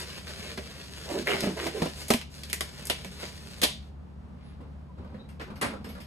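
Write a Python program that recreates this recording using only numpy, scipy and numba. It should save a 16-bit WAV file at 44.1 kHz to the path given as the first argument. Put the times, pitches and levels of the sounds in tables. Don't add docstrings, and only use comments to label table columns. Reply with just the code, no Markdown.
import sys
import numpy as np
from scipy import signal
from scipy.fft import rfft, irfft, next_fast_len
from scipy.io import wavfile
from numba import njit

SR = 44100
rng = np.random.default_rng(int(sys.argv[2]) if len(sys.argv) > 2 else 0)


def unload_audio(sound):
    columns = np.transpose(np.atleast_2d(sound))
    steps = np.round(np.clip(columns, -1, 1) * 32767)
    wavfile.write(sys.argv[1], SR, steps.astype(np.int16))


N = 267246
T = np.arange(N) / SR
TOP_HZ = 16300

# time of full strength in seconds, length in seconds, flutter level in dB,
# rasp level in dB, rub level in dB, swell over the pull in dB, pitch at that time in Hz,
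# rise time of the flutter in seconds.
PULLS = [(1.097, 0.088, -26, -60, -39, 7, 460, .055), (1.2685, 0.069, -28.5, -29.5, -40.5, 5.5, 500, .01),
         (1.431, 0.057, -28, -37.5, -46.5, 0, 330.3, .02),
         (1.573, 0.095, -32.5, -37, -39.5, 7.5, 521.2, 0.01013),
         (1.761, 0.1, -40, -45, -46.5, -1, 399, 0.047)]
PULL_RELEASE_S = 0.03


def undb(db):
    return 10 ** (np.asarray(db) / 20)


def unit(x):
    return x / np.sqrt(np.mean(x ** 2))


def at(points, hz):
    point_hz, value = np.transpose(points)
    return np.interp(np.log(hz + 1), np.log(point_hz), value)


def colour(x, points):
    n = x.shape[-1]
    size = next_fast_len(n)
    gain = undb(at(points, np.fft.rfftfreq(size, 1 / SR)))
    return irfft(rfft(x, size) * gain, size)[..., :n]


def band(x, lo, hi, order=4):
    sos = signal.butter(order, [lo, min(hi, SR / 2 - 1)], "band", fs=SR, output="sos")
    return signal.sosfilt(sos, x)


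def walk(rate):
    return np.interp(T * rate, np.arange(4096), rng.standard_normal(4096))


def add(track, s, sound):
    i = round(s * SR)
    track[..., i:i + sound.shape[-1]] += sound[..., :track.shape[-1] - i]


def slips(rate, spread_db):
    happens = rng.random(N) < rate / SR
    sign = rng.choice([-1, 1], N)
    return happens * sign * undb(spread_db * np.minimum(rng.exponential(size=N), 4))


def gesture(s, length, attack, release, swell_db=0):
    rise = np.clip(1 + (T - s) / attack, 0, 1) ** 2
    swell = undb(swell_db * (np.clip((T - s) / length, 0, 1) - 1.5))
    return rise * swell * np.exp(-np.clip((T - s - length) / release, 0, 20))


@njit
def resonate(x, hz, k):
    y, b, l = np.empty(len(x)), 0., 0.
    for i in range(len(x)):
        g = np.tan(np.pi * hz[i] / SR)
        v = (b + g * (x[i] - l)) / (1 + g * (g + k))
        b, l, y[i] = 2 * v - b, l + 2 * g * v, k * v
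    return y


def burst(levels_db, decay, points, spike, ring_hz=2000, ring_db=-30, attack_s=0.000071):
    edges_hz = [70, 850, 6000, 15000]
    t = T[:SR // 2]
    push = rng.standard_normal(len(t)) * np.exp(-t / decay) * (1 - np.exp(-t / attack_s))
    push[SR // 1000] += spike * np.sqrt(decay * SR)
    phase = np.exp(1j * np.angle(rfft(push)))
    even = phase * undb(at(points, np.fft.rfftfreq(len(t), 1 / SR)))
    crack = irfft(even, len(t)) * np.exp(-(t / (10 * decay)) ** 2)
    ring = resonate(crack + 1e-18, np.full(len(t), 1. * ring_hz), 0.35)
    ringing = crack + undb(ring_db) * ring
    layers = zip(levels_db, (crack, ringing, crack), edges_hz, edges_hz[1:])
    shiver = sum(undb(db) * unit(band(x, lo, hi)) for db, x, lo, hi in layers)
    return shiver * np.sqrt(decay * SR / len(t) / 2)


def room(x, near_db, tail_db, lag_s):
    # frequency in Hz, time in seconds.
    t60_curve = [(100, 0.1), (500, 0.22), (1500, 0.28), (4000, 0.35), (9000, 0.25), (15000, 0.15)]
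    hz, s, noise = signal.stft(rng.standard_normal((3, SR // 3)), SR)
    shared = np.clip(1 - (hz[:, None] / 650) ** 2, 0, 1)
    field = noise[:2] * np.sqrt(1 - shared) + noise[2] * np.sqrt(shared)
    fading = np.exp(-np.log(1000) * s / at(t60_curve, hz)[:, None])
    tail = signal.istft(field * fading)[1]
    t = T[:tail.shape[1]]
    near = unit(signal.istft(field)[1][:, ::-1] * np.exp(-t / 0.012))
    near = band(near, 180, 8800, order=1)
    late = unit(tail * np.clip(t / 0.0055, 0, 1))
    response = (undb(near_db) * near + undb(tail_db) * late) / np.sqrt(len(t))
    direct = np.array([np.pad(x, (round(abs(lag_s) * SR), 0))[:len(x)], x])
    echoes = signal.fftconvolve(x[None], response, axes=1)[:, :len(x)]
    return (direct + echoes) / np.sqrt(1 + undb(2 * near_db) + undb(2 * tail_db))


def moving(x, size=8192):
    out, window = np.zeros((2, N + size)), signal.windows.hann(size)
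    x = np.pad(x, (size // 2, size))
    for i in range(0, N, size // 2):
        piece = np.pad(x[i:i + size] * window, (0, SR // 4))
        add(out, i / SR, room(piece, near_db=-5, tail_db=-6, lag_s=.0001))
    return out[:, size // 2:][:, :N]


def rustle():
    # frequency in Hz, level in dB.
    rub_colour = [(300, -0.5), (450, 4), (900, -5.5), (1600, -0.5), (2600, -1), (4500, -6), (6500, -19),
                  (12500, -30), (15000, -32.5)]
    # time of full strength in seconds, length in seconds,
    # level in dB, treble in dB relative to it.
    strokes = [(0, 0.0033, -41.5, 1.5), (.07, 0.11, -49, -7), (.3, 0.029, -48, -4), (.42, 0.096, -46, -6),
               (.68, 0.13, -55, -9), (.93, 0.13, -53.5, -2.5), (1.37, 0.087, -42.5, -7.5),
               (2.0, 0.029, -50.5, 3.5), (2.355, 0.0062, -59, 6.5), (2.79, 0.22, -56.5, -7),
               (3.205, 0.066, -49, -4.5), (3.38, 0.51, -68.5, -2), (4.43, 0.11, -64.5, -18),
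               (4.99, 0.27, -70, -17), (5.86, .2, -62, -5)]
    # start of full strength in seconds, length in seconds.
    handling = [(0, 2.21), (2.38, 1.22)]
    handling_db, handling_treble_db = -55, 1
    stroke_attack_s, stroke_release_s, pull_attack_s = 0.1, 0.014, 0.036

    grain = unit(slips(rate=760, spread_db=2.5)) + 1.0 * rng.standard_normal(N)
    crinkle = unit(band(slips(rate=170, spread_db=4.5), 1800, 6200, order=1))
    film = colour(grain * undb(2.0 * walk(70)) + undb(-7) * crinkle, rub_colour)
    body, treble = unit(band(film, 220, 6000)), unit(band(film, 6000, TOP_HZ))

    def rub(db, treble_db):
        return undb(db) * (body + undb(treble_db) * treble)

    out = np.zeros(N)
    for s, length, db, treble_db in strokes + [(*row, handling_db, handling_treble_db) for row in handling]:
        out += rub(db, treble_db) * gesture(s, length, stroke_attack_s, stroke_release_s)
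    for s, length, _, _, db, swell_db, *_ in PULLS:
        out += rub(db, treble_db=-1.0) * gesture(s, length, pull_attack_s, PULL_RELEASE_S, swell_db)
    return out


def flutter():
    sag_octaves_per_s, slack_hz = 6.5, 195.7
    tone_db, jitter = -4, 0.17
    judder = unit(slips(rate=880, spread_db=2.0)) + 0.22 * rng.standard_normal(N)
    hz, effort = np.full(N, 1. * slack_hz), 0
    for s, length, db, _, _, swell_db, pitch, rise in PULLS:
        sag = 2 ** (-sag_octaves_per_s * (T - s))
        hz = np.where(T > s - rise, np.maximum(pitch * sag, slack_hz), hz)
        effort = effort + undb(db) * gesture(s, length, rise, PULL_RELEASE_S, swell_db)
    film = 0
    for ratio, db in [(1, 30.5), (1.6, -5.5), (2.3, -22)]:
        mode = resonate(resonate(judder, hz * ratio, 0.95), hz * ratio, 0.95)
        film = film + undb(db) * mode
    cycles = np.cumsum(hz * (1 + jitter * walk(300))) / SR
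    tone = np.sin(2 * np.pi * cycles) * undb(1.6 * walk(90))
    return unit(unit(film / np.sqrt(hz)) + undb(tone_db) * unit(tone)) * effort


def rasp():
    slip_hz, jitter, scatter_db, fine_grain_db, attack_s = 129.8, .35, 5.5, -4.5, .004
    gap, size = rng.standard_normal((N // 20, 2)).T
    when = np.cumsum(np.exp(jitter * gap)) * SR / slip_hz
    train = np.bincount(np.minimum(when, N).astype(int), undb(scatter_db * size), N)[:N]
    grain = unit(train) + undb(fine_grain_db) * unit(slips(rate=2100, spread_db=2.5))
    sound = colour(grain, [(300, -16.5), (650, 0.5), (2000, 5.5), (3000, 2.0), (4200, -5.5), (9000, -23)])
    effort = sum(undb(db) * gesture(s, length, attack_s, PULL_RELEASE_S) for s, length, _, db, *_ in PULLS)
    return unit(sound) * effort


def snaps():
    # start in seconds, body level in dB, crack level in dB, treble level in dB,
    # decay in seconds, pitch of the slap in Hz.
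    snap_rows = [(0.271, -37, -31, -55, 0.00099, 1500), (0.575, -32.5, -32, -44.5, 0.0091, 1520),
                 (1.341, -16.5, -23, -44, 0.0014, 2060), (1.4069, -30, -16, -18.5, 0.00046, 5200),
                 (1.666, -23, -25.5, -33, 0.0049, 2200), (1.819, -17, -26.5, -37, 0.0048, 1200),
                 (1.856, -26, -33, -40, 0.0054, 1100), (2.082, -44.5, -41, -32, 0.016, 4000),
                 (2.103, -14.5, -16, -17.5, 0.0058, 920), (2.1367, -22, -13.5, -16, 0.0012, 2720),
                 (2.214, -59, -24.5, -35, 0.00072, 2470), (2.434, -60, -29.5, -35, 0.0024, 4450),
                 (2.4984, -54, -29, -31.5, 0.002, 2700), (2.5293, -27, -14, -11.5, 0.00078, 2030),
                 (2.6077, -24.5, -14, -16, 0.00082, 1020), (2.8534, -62, -52, -22, 0.00079, 5000),
                 (2.8697, -58, -32, -18.5, 0.00065, 5000), (2.8982, -18.5, -12.5, -18, 0.002, 3020),
                 (3.046, -32, -27.5, -33, 0.0013, 2520), (3.229, -28, -32.5, -56, 0.0032, 1410),
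                 (3.6156, -28, -24, -23.5, 0.0089, 3360), (3.6294, -27.5, -15, -30, 0.0027, 3820),
                 (3.6333, -18, -11.5, -15, 0.006, 3560)]
    # frequency in Hz, level in dB.
    snap_colour = [(100, -23.5), (220, -0.5), (400, -4.5), (680, -2), (850, -8.5), (1300, -5), (2000, 3),
                   (3200, 1.5), (5500, -1), (11000, -2), (14500, -7)]
    # time in seconds, lag in seconds.
    left_lag = [(2.2, .00005), (2.5, .00062)]
    dry_below_s = 0.001
    out = np.zeros((2, N))
    for s, *levels_db, decay, hz in snap_rows:
        slap = burst(levels_db, decay, snap_colour, spike=.2, ring_hz=hz, ring_db=5)
        room_db = 10 * np.log10(min(decay / dry_below_s, 1))
        lag_s = np.interp(s, *np.transpose(left_lag))
        add(out, s, room(slap, near_db=room_db + 2.5, tail_db=room_db - 3.5, lag_s=lag_s))
    return out


def jerks():
    # start in seconds, pitch in Hz, level in dB.
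    jerk_rows = [(1.2721, 2040, -10), (1.287, 2310, -17), (1.308, 2900, -14.5), (1.322, 2080, -23),
                 (1.334, 2190, -19), (1.576, 1950, -30), (1.603, 1940, -32), (1.87, 2870, -30)]
    decay_s, click_db = 0.0018, -8
    out, t = np.zeros(N), T[:SR // 20]
    for s, hz, db in jerk_rows:
        click = undb(click_db) * rng.standard_normal(len(t)) * np.exp(-t / 0.00023)
        tone = np.sin(2 * np.pi * hz * t) * np.exp(-t / decay_s)
        add(out, s, undb(db) * (tone + click))
    return room(out, near_db=-2.0, tail_db=-6, lag_s=.0001)


def wobbles():
    # start in seconds, pitch it settles to in Hz, level in dB, decay in seconds.
    wobble_rows = [(0.579, 195, -37, 0.018), (1.438, 198, -22.5, 0.021), (1.472, 184.5, -22, 0.029),
                   (1.822, 163, -22, 0.023), (2.1057, 224, -17, 0.014), (2.144, 228, -17, 0.013),
                   (3.058, 184, -35.5, 0.032)]
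    overtone_ratio, overtone_db, overtone_decay_s = 2.8, -12, 0.011
    out, t = np.zeros(N), T[:SR // 3]
    for s, pitch, db, decay in wobble_rows:
        sagging_hz = pitch * (1 + 0.08 * np.exp(-t / 0.0166))
        phase = 2 * np.pi * np.cumsum(sagging_hz) / SR
        overtone = undb(overtone_db) * np.sin(overtone_ratio * phase) * np.exp(-t / overtone_decay_s)
        add(out, s, undb(db) * (np.sin(phase) * np.exp(-t / decay) + overtone))
    return out


def squeaks():
    # time of full strength in seconds, length in seconds, pitch at that time in Hz,
    # glide in octaves per second, level in dB.
    squeak_rows = [(0.282, 0.031, 1620, -3, -49), (4.441, 0.076, 9800, 2, -70),
                   (4.889, 0.019, 1024, -3.5, -56), (5.198, .016, 3820, 1.5, -53.5)]
    attack_s, release_s = 0.017, 0.012
    out, waver = 0, 1 + .024 * walk(600)
    for s, length, hz, glide, db in squeak_rows:
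        pitch = hz * waver * 2 ** (glide * np.clip(T - s, -attack_s, length + release_s))
        note = np.sin(2 * np.pi * np.cumsum(pitch) / SR)
        out = out + undb(db) * note * gesture(s, length, attack_s, release_s)
    return out


def tray(x):
    # frequency in Hz, width in Hz, level in dB.
    tray_modes = [(398, 48, -3), (590, 16, -3), (990, 34, 0)]

    def ring(side):
        return sum(undb(db) * resonate(side, np.full(N, 1. * hz), width / hz) for hz, width, db in tray_modes)

    return x + np.array([ring(side) for side in x])


def parts():
    # start in seconds, thud level in dB, clack level in dB, tick level in dB, metal ring level in dB.
    part_rows = [(5.288, -66, -50, -60, -56), (5.396, -38, -35.5, -75, -58),
                 (5.411, -36.5, -35.5, -61, -54), (5.557, -74, -44, -64, -49.5),
                 (5.612, -31, -23.5, -27.5, -58), (5.624, -28, -21.5, -56, -50),
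                 (5.644, -22, -36, -51, -43), (5.843, -40, -40, -59, -47.5), (5.889, -56, -48, -58, -45.5),
                 (6.002, -56, -49, -53.5, -47)]
    # frequency in Hz, level in dB, time to die by 60 dB in seconds.
    part_modes = [(2450, 5, 0.066), (2724, 6.5, 0.11), (3830, -3, 0.053), (4640, -8, 0.026),
                  (5100, 5.5, 0.067), (8400, -2, .12), (11600, -1, 0.16), (13300, 1, 0.11)]
    # frequency in Hz, level in dB.
    knock_colour = [(80, 2), (200, 9), (450, 6), (800, -3.5), (1300, -3.5), (2200, -7.5), (4000, -15),
                    (6000, -17), (10000, -7), (13000, -22), (15000, -8)]
    out, t = np.zeros((2, N)), T[:SR // 2]
    hz, mode_db, t60 = np.transpose(part_modes)[:, :, None]
    for s, *levels_db, ring_db in part_rows:
        chatter = 1300 / hz * np.cumsum(rng.standard_normal((len(hz), len(t))), axis=1)
        share = undb(mode_db + 2 * rng.standard_normal(hz.shape))
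        modes = share * np.sin(2 * np.pi * hz * t + chatter) * np.exp(-np.log(1000) * t / t60)
        ring = undb(ring_db) * modes.sum(axis=0) / np.sqrt(len(hz))
        knock = burst(levels_db, 0.0063, knock_colour, spike=0.2, ring_db=-6, attack_s=0.0011)
        add(out, s, room(knock + ring, near_db=1.5, tail_db=3.0, lag_s=0.00029))
    return out


def bumps():
    # start in seconds, boom level in dB, knock level in dB, clack pitch in Hz, clack level in dB.
    bump_rows = [(4.607, -47, -46, 1000, -49.5), (4.981, -60, -52, 1240, -53),
                 (5.046, -46, -46.5, 1020, -49.5), (5.144, -32.5, -44.5, 1720, -51.5),
                 (5.502, -38, -52, 1310, -43.5), (5.735, -36.5, -34.5, 1330, -40),
                 (5.951, -42, -43, 1390, -41), (5.978, -37, -44, 910, -42)]
    boom_hz, boom_decay_s = 205.5, 0.022
    knock_hz, knock_decay_s, clack_decay_s = 511, 0.0092, 0.0078
    out, t = np.zeros((2, N)), T[:SR // 2]

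    def mode(hz, db, decay):
        return undb(db) * np.sin(2 * np.pi * hz * t) * np.exp(-t / decay)

    for s, boom_db, knock_db, clack_hz, clack_db in bump_rows:
        rough = unit(resonate(rng.standard_normal(len(t)), np.full(len(t), 1. * clack_hz), 0.2))
        clack = undb(clack_db) * rough * np.exp(-t / clack_decay_s)
        bump = mode(boom_hz, boom_db, boom_decay_s) + mode(knock_hz, knock_db, knock_decay_s) + clack
        add(out, s, room(bump, near_db=0, tail_db=-0.5, lag_s=0.00044))
    return out


def cloth():
    # time of full strength in seconds, length in seconds, cloth level in dB, scuff level in dB.
    brush_rows = [(4.598, 0.057, -58.5, -55), (4.982, 0.2, -53, -54.5), (5.477, .047, -56, -44.5),
                  (5.7, 0.017, -43, -41.5), (5.87, 0.049, -51.5, -54)]
    # frequency in Hz, level in dB.
    cloth_colour = [(40, -24), (85, 23), (130, -9), (220, 18), (340, 1), (800, -5.5), (1300, -22),
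                    (2000, -22), (4000, -42), (10000, -55)]
    scuff_colour = [(300, 4.5), (700, -5), (1250, -4.5), (1800, -17.5), (4000, -23), (10000, -41)]
    attack_s, release_s = 0.025, 0.064
    brush = colour(rng.standard_normal(N) * undb(5.4 * walk(55)), cloth_colour)
    brush = brush / np.std(band(brush, 290, 8000))
    scuff = unit(colour(slips(rate=760, spread_db=2.5), scuff_colour))
    out = np.zeros(N)
    for s, length, db, scuff_db in brush_rows:
        out += (undb(db) * brush + undb(scuff_db) * scuff) * gesture(s, length, attack_s, release_s)
    return out


def machine():
    # frequency in Hz, level in dB.
    hum_tones = [(72, -48), (144, -54.5), (179, -57)]
    # frequency in Hz, level in dB per Hz.
    air_colour = [(25, -41), (50, -18), (75, -12), (105, -20), (150, -21), (220, -17.5), (290, -30),
                  (600, -36), (1100, -40), (2000, -50.5), (4200, -58.5), (7000, -63.5), (15000, -77.5)]
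    mid, side = colour(rng.standard_normal((2, N)), air_colour)
    wide = band(side, 300, 15000, order=1) * np.array([[1], [-1]])
    air = (mid + wide) / np.std(band(mid, 216, 6700))
    out = air * undb(-55 + 0.63 * walk(12))
    for hz, db in hum_tones:
        level = undb(db + 1.0 * walk(5.1)) * np.sqrt(2)
        out = out + level * np.sin(2 * np.pi * hz * T + 0.17 * walk(9.7))
    return out


def scene():
    rubbing = rustle() * undb(2.0) + rasp() * undb(-3) + flutter() * undb(1.5) + cloth() + squeaks()
    close = tray(moving(rubbing) + jerks() + snaps() * undb(0.5))
    shelf = parts() * undb(2) + bumps() * undb(3)
    return close + shelf + wobbles() + machine()


def record(dry):
    size = next_fast_len(N + SR // 10)
    hz = np.fft.rfftfreq(size, 1 / SR)
    left, right = rfft(dry, size)
    turn = np.pi / 2 * np.clip((hz - 5200) / 1400, 0, 1)
    late = np.exp(-2j * np.pi * np.maximum(hz - 9000, 0) * 80e-6)
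    right = np.cos(turn) * right + np.sin(turn) * left * late
    # frequency in Hz, difference in dB
    balance = [(150, 1.5), (380, -3.5), (650, -7.0), (1200, 3), (2400, 0.0), (4400, 2.5), (8000, -1.26)]
    balance_db = at(balance, hz)
    sides = np.array([left * undb(balance_db / 2), right * undb(-balance_db / 2)])
    sides = irfft(sides, size)[:, :N]
    sides = colour(sides, [(5000, -0.5), (6200, -5.0), (7500, -4.0), (14200, 2.5), (15500, -7)])
    return signal.sosfilt(signal.ellip(8, .2, 70, TOP_HZ, fs=SR, output="sos"), sides)


dry = scene()
out = record(dry)
unload_audio(out)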